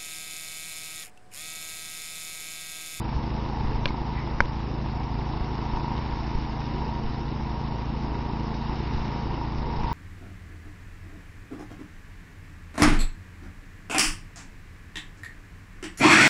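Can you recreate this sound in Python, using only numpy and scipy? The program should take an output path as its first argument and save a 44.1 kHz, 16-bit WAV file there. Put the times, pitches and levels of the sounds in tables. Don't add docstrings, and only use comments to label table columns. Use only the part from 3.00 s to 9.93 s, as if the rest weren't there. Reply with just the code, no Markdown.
import sys
import numpy as np
from scipy import signal
from scipy.io import wavfile
from scipy.ndimage import uniform_filter1d

SR = 44100
rng = np.random.default_rng(int(sys.argv[2]) if len(sys.argv) > 2 else 0)


def boost_factor(decibels):
    exponent = np.asarray(decibels, float) / 20
    return 10 ** exponent


def put_to_file(sound):
    columns = np.atleast_2d(sound).T
    safe = np.clip(columns, -1, 1)
    whole_steps = np.round(safe * 32767)
    wavfile.write(sys.argv[1], SR, whole_steps.astype(np.int16))


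N = 305613

# (time [s], engine speed [cycles/s])
ENGINE_SPEED = [(0.0, 26.644), (0.589, 27.319), (0.873, 26.538), (0.916, 27.097), (2.042, 27.445),
                (2.096, 27.059), (2.261, 27.452), (3.305, 27.712), (3.475, 27.338), (3.732, 28.345),
                (3.994, 27.28), (4.34, 27.799), (5.186, 27.737), (5.469, 27.503), (5.654, 28.238),
                (5.71, 27.85), (6.551, 27.77), (6.93, 28.198)]
# (time [s], level [dB])
ENGINE_EFFORT = [(0.0, -2), (0.85, 1.5), (1.5, -1), (1.75, -7.5), (2.14, 0), (2.3, 0), (2.89, 4.5),
                 (3.42, -5), (3.84, 1), (4.15, -4.5), (4.69, -3.5), (4.94, -3.5), (5.15, -0.5), (5.85, -3),
                 (6.14, 2.5), (6.41, -3), (6.7, -0.5), (6.93, 10)]
PRESSURE_SWINGS = [
    (.17, .022, -.6),
    (.28, .06, .4),
    (.475, .022, 1.),
    (.62, .07, -.55),
    (.9, .06, .25),
]
# (multiple of cycle rate [1], rms level [dB])
ENGINE_HARMONICS = [(1, -42), (2, -35), (3, -66.5), (4, -39.5), (5, -37.5), (6, -47), (7, -50.5),
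                    (8, -41.5), (9, -48.5), (10, -59), (11, -49), (12, -55), (13, -68)]
# (multiple of blade rate [1], rms level [dB])
BLADE_HARMONICS = [(1, -41), (5, -52)]
# (frequency [Hz], width [Hz], level [dB])
MUFFLER_MODES = [
    (945.7, 36, 1),
    (884, 24, 0),
    (1034, 150, -7),
]
# (time [s], extra level [dB])
HARD_FIRINGS = [(.041, 5), (.608, -0.5), (.93, 4.5), (1.347, -1), (2.771, 5), (2.881, 4), (2.916, 1),
                (4.07, 4.5), (4.145, 7.5), (5.323, 6), (5.694, 8), (6.341, 3), (6.413, 8), (6.915, 2)]
# (frequency [Hz], density [dB/Hz])
SPRAY_SPECTRUM = [(650, -25), (1100, -5), (1560, -9.5), (1760, -8), (2180, -8.5), (2450, -12), (2860, -9),
                  (3160, -16.5), (3520, -14.5), (3750, -11), (4110, -16), (5300, -13), (8000, -18)]
VALVE_PUFFS = [
    (.19, .1, 1.),
    (.455, .1, .55),
    (.82, .09, .55),
]
# (centre [s], half length [s], extra level [dB])
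SNOW_DRIFTS = [
    (.3, 0.72, 1),
    (3.2, .7, 2.5),
    (5.9, 0.42, 3),
    (6.93, 0.17, 3),
]
# (frequency [Hz], density [dB/Hz])
HOUSING_SPECTRUM = [(12, -10.5), (35, 5.5), (80, 0), (105, -1), (200, 0), (340, -2), (450, -5.5),
                    (580, -12.5), (760, -6), (1100, -17), (1500, -27)]
# (centre [s], half length [s], rumble level [dB])
PALM_RUBS = [
    (.17, .05, -31),
    (.72, 0.18, -30),
    (3.37, 0.027, -31),
    (5.96, .03, -36.5),
    (6.632, 0.067, -35),
]
# (frequency [Hz], density [dB/Hz])
RUB_SPECTRUM = [(15, -9), (40, 2.5), (110, -1.5), (170, -14.5), (300, -30.5)]
# (time [s], first swing, push + or suck - [full scale], frequency [Hz], length [cycles])
HAND_BUMPS = [(.138, -.043, 70, 1.5), (.158, .04, 62, 2.5), (.603, -.04, 95, 2.5), (.634, .096, 123, 1.5),
              (.645, -.075, 15.5, 1), (.721, .065, 63, .5), (.758, -.048, 26.8, 1), (.857, -.07, 19.5, 1),
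              (1.01, .036, 28.6, .5), (1.405, -.085, 18.6, 1), (2.41, -.061, 44.6, 1), (2.734, -.05, 24, 1),
              (3.35, -.08, 22.3, 1), (4.036, -.038, 84, .5), (4.039, .062, 13.6, 1), (5.694, -.072, 53, 1),
              (5.947, -.06, 67, .5), (5.951, .06, 13.8, 1), (6.58, .047, 31, 1), (6.621, -.063, 84, .5),
              (6.657, .056, 56, .5), (6.774, .063, 14.4, 1), (6.829, .072, 29.4, 1)]
# (time [s], peak level [dB], shell frequency [Hz], first push [sign], length [cycles])
SHELL_CLICKS = [
    (.857, -9, 2800, 1, .85),
    (1.40515, -.6, 1500, -1, 1.05),
    (1.4049, -21, 5000, -1, 1.3),
    (.8845, -34, 4200, 1, 4),
    (.890, -35, 2200, 1, 12),
    (1.456, -35, 2500, 1, 1.2),
    (.878, -33, 2800, 1, 1.5),
]
# (delay [s], level [dB])
SHELL_BOUNCES = [
    (0, 0),
    (.0016, -8),
    (.0033, -18),
]
# (frequency [Hz], density [dB/Hz])
BUZZ_SPECTRUM = [(500, -14), (1200, -4), (2400, 0), (3500, -2), (5000, -6), (7500, -4)]
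# (frequency [Hz], level [dB], decay by 60 dB [s])
CASE_MODES = [
    (562, -18, 0.023),
    (1010, -17.5, 0.018),
    (1580, -22, 0.017),
    (2360, -19, .022),
]
# (frequency [Hz], gain [dB])
MICROPHONE_RESPONSE = [(5400, 0), (5700, -6), (5950, -7.5), (6300, -13), (6650, -20), (6950, -16.5),
                       (7250, -29), (7600, -69.5)]
# (frequency [Hz], margin [dB])
MUTING_MARGIN = [(2600, -6), (3200, -2.3), (3700, -3.4), (4300, -1.4), (5000, -3.2), (5600, -1.5),
                 (5950, 4), (6300, -1), (6700, 4.5), (7000, -1.5)]

START_CYCLE = .052
RING_DB, HOUSING_DB, SPRAY_DB = -40.5, -39.5, -47
HOUSING_FOLLOWS, SPRAY_FOLLOWS = .05, .068
BELT_RATIO = 2.476
SLIP_TURNS, SLIP_S, BLADE_START = 1.88, 1.4, .35
BUMP_FADE, BUMP_HURRY = .6, .87
BUZZ_DB, BUZZ_FOLLOWS = -24, .45
SUCK_DB, SUCK_FADE = -13, .022
SQUEAK_S, SQUEAK_DB, SQUEAK_RISE, SQUEAK_FALL = 1.185, -42, 300, 180


def evened(x):
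    return x / np.sqrt(np.mean(abs(x) ** 2) + 1e-20)


def add(mix, s, sound):
    part = mix[round(s * SR):][:len(sound)]
    part += sound[:len(part)]


def drift(per_s):
    steps = rng.standard_normal(round(N / SR * 80))
    return evened(np.interp(np.arange(N) / SR * per_s, np.arange(len(steps)), steps))


def resonate(x, hz, width):
    r = np.exp(-np.pi * width / SR)
    return 2 * signal.lfilter([1 - r], [1, -r * np.exp(2j * np.pi * hz / SR)], x).real


def noise(spectrum, patchy_db, size=1024, count=N):
    hz = np.fft.rfftfreq(size, 1 / SR)
    f, db = np.transpose(spectrum)
    a, b, patches = rng.standard_normal((4 * count // size + 5, len(hz), 3)).T
    patches = uniform_filter1d(patches, size=9, axis=0)
    patches = evened(uniform_filter1d(patches, size=9, axis=1))
    envelope_db = np.interp(np.log(hz + 1), np.log(f + 1), db, right=-90)
    shape = boost_factor(envelope_db[:, None] + patchy_db * patches)
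    sound = signal.istft((a + 1j * b) * shape, nperseg=size, noverlap=3 * size // 4)[1]
    return evened(sound[:count])


def since(turns, place):
    return (turns - place) % 1, np.floor(turns - place + 1).astype(int)


def engine_hum(turns):
    place, width, push = np.transpose(PRESSURE_SWINGS)
    out = 0
    for k, db in ENGINE_HARMONICS:
        spread = np.exp(-2 * (np.pi * k * width) ** 2 - 2j * np.pi * k * place)
        phase = np.angle(np.sum(push * width * spread))
        waver = .012 * k * drift(per_s=14)
        level = boost_factor(db + .12 * k * drift(per_s=8))
        out = out + level * np.sqrt(2) * np.cos(2 * np.pi * k * turns + phase + waver)
    return out


def impeller(turns):
    slip = SLIP_TURNS * np.exp(-np.arange(N) / SR / SLIP_S)
    beat = BELT_RATIO * turns + BLADE_START + slip + .04 * drift(per_s=5)
    out = 0
    for k, db in BLADE_HARMONICS:
        out = out + boost_factor(db + 2.5 * drift(per_s=5)) * np.sqrt(2) * np.cos(2 * np.pi * k * beat)
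    return out


def muffler(turns, level_db):
    gone, cycle = since(turns + .0035 * drift(per_s=25), .477)
    strength_db = .71 * np.clip(rng.standard_normal(N // 1000), -3, 1.2)
    for s, db in HARD_FIRINGS:
        strength_db[cycle[round((s + .008) * SR)]] = db
    strength = boost_factor(strength_db)[cycle]
    pops = strength * (np.diff(np.maximum.accumulate(cycle), prepend=cycle[0]) > 0)
    knocks = 0
    for place, share in [(.977, .45), (.124, .25)]:
        knock_cycle = since(turns + .004 * drift(per_s=25), place)[1]
        knocks = knocks + share * (np.diff(knock_cycle, prepend=0) > 0)
    blows = np.roll(pops + knocks, -round(.0002 * SR))
    struck = resonate(blows, *MUFFLER_MODES[0][:2]) + .27 * resonate(blows, 960, 220)
    rush = (2.3 + .33 * strength * np.exp(-gone / .073)) * rng.standard_normal(N)
    gas_hum = sum(boost_factor(db) * resonate(rush, hz, width) for hz, width, db in MUFFLER_MODES)
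    struck = evened(resonate(struck, 830, 330))
    gas_hum = evened(resonate(gas_hum, 830, 330))
    crack = signal.oaconvolve(pops, signal.windows.hann(30), "same")
    crack = crack - uniform_filter1d(crack, size=150)
    gas_db = -43 + .39 * (level_db + 45)
    return boost_factor(level_db - 3) * struck + boost_factor(gas_db) * gas_hum + boost_factor(-39) * crack


def snow_spray(turns, level_db):
    swell = 1
    for place, decay, strength in VALVE_PUFFS:
        gone, cycle = since(turns, place)
        chance = .55 + .45 * np.minimum(rng.exponential(1, N // 1000), 2.5)
        swell = swell + .7 * strength * chance[cycle] * np.exp(-gone / decay)
    lumps = boost_factor(.88 * drift(per_s=65))
    hiss = noise(SPRAY_SPECTRUM, patchy_db=-1.0, size=256)
    return boost_factor(level_db + .9) * evened(hiss * swell * lumps ** .088)


def housing(turns, level_db):
    gone, _ = since(turns, .48)
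    roar = noise(HOUSING_SPECTRUM, patchy_db=1.5, size=2048)
    return boost_factor(level_db + 4) * evened(roar * (1 + .22 * np.exp(-gone / .69)))


def palm_rubs():
    t = np.arange(N) / SR
    strokes = sum(boost_factor(db) * np.exp(-((t - s) / half) ** 2) for s, half, db in PALM_RUBS)
    return noise(RUB_SPECTRUM, patchy_db=3.5, size=2048) * strokes


def hand_bumps():
    out = np.zeros(N)
    for s, push, hz, cycles in HAND_BUMPS:
        gone = np.arange(0, cycles, hz / SR)
        swing = np.sin(2 * np.pi * cycles * (gone / cycles) ** BUMP_HURRY)
        add(out, s, push * np.exp(-BUMP_FADE * gone) * swing)
    return out


def shell_clicks():
    out = np.zeros(N)
    t = np.arange(-300, 900) / SR
    for s, db, hz, sign, cycles in SHELL_CLICKS:
        for k, (delay, drop_db) in enumerate(SHELL_BOUNCES):
            tone = np.cos(2 * np.pi * hz * t) * np.exp(-(t * hz * 1.7 / cycles) ** 2)
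            add(out, s + delay + t[0], sign * (-1) ** k * boost_factor(db + drop_db) * tone)
        buzz = noise(BUZZ_SPECTRUM, patchy_db=0, size=256, count=len(t))
        buzz = buzz * boost_factor(BUZZ_DB + BUZZ_FOLLOWS * db - 60 * t / .018) * np.clip(t / .0004 + 1.5, 0, 1)
        softer_db = SUCK_FADE * db ** 2
        suck = boost_factor(SUCK_DB - softer_db - 60 * t / .016) * np.clip(t / .0005 - .6, 0, 1)
        knock = 0
        for f, mode_db, t60 in CASE_MODES:
            knock = knock + boost_factor(mode_db - softer_db - 60 * t / t60) * np.sin(2 * np.pi * f * t)
        add(out, s + t[0], buzz - suck - knock * (t > 0))
    late = np.arange(N) / SR - SQUEAK_S
    squeak = evened(resonate(rng.standard_normal(N), 2080, 270))
    return out + squeak * boost_factor(SQUEAK_DB + np.minimum(SQUEAK_RISE * late, -SQUEAK_FALL * late))


def scene():
    t = np.arange(N) / SR
    turns = START_CYCLE + np.cumsum(np.interp(t, *np.transpose(ENGINE_SPEED))) / SR
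    effort_db = np.interp(t, *np.transpose(ENGINE_EFFORT))
    depth_db = sum(db * np.exp(-((t - s) / half) ** 2) for s, half, db in SNOW_DRIFTS)
    machine = engine_hum(turns) + impeller(turns) + muffler(turns, RING_DB + effort_db)
    machine = machine + snow_spray(turns, SPRAY_DB + SPRAY_FOLLOWS * effort_db + depth_db)
    machine = machine + housing(turns, HOUSING_DB + HOUSING_FOLLOWS * effort_db)
    hands = palm_rubs() + hand_bumps() + shell_clicks()
    return (machine + hands)[None]


def low_pass(x):
    return signal.sosfilt(signal.butter(12, 7090, fs=SR, output="sos"), x)


def record(dry):
    hz, _, z = signal.stft(np.clip(dry, -.96, .96), SR, nperseg=2048, noverlap=1024)
    z = z * boost_factor(np.interp(hz, *np.transpose(MICROPHONE_RESPONSE), right=-120))[:, None]
    power = uniform_filter1d(abs(z) ** 2, size=3, axis=1)
    power = uniform_filter1d(power, size=2, axis=2)
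    band_db = 10 * np.log10(abs(power) + 1e-30)
    usual_db = signal.medfilt2d(band_db[0], (1, 15))[None]
    usual_db = uniform_filter1d(usual_db, size=5, axis=1) - .4
    margin_db = np.interp(hz, *np.transpose(MUTING_MARGIN), left=-99)[:, None]
    keep = np.clip(band_db - usual_db - margin_db + .5, .003, 1)
    kept = signal.istft(z * keep, SR, nperseg=2048, noverlap=1024)[1][:, :N]
    return low_pass(kept)


dry = scene()
out = record(dry)
put_to_file(out)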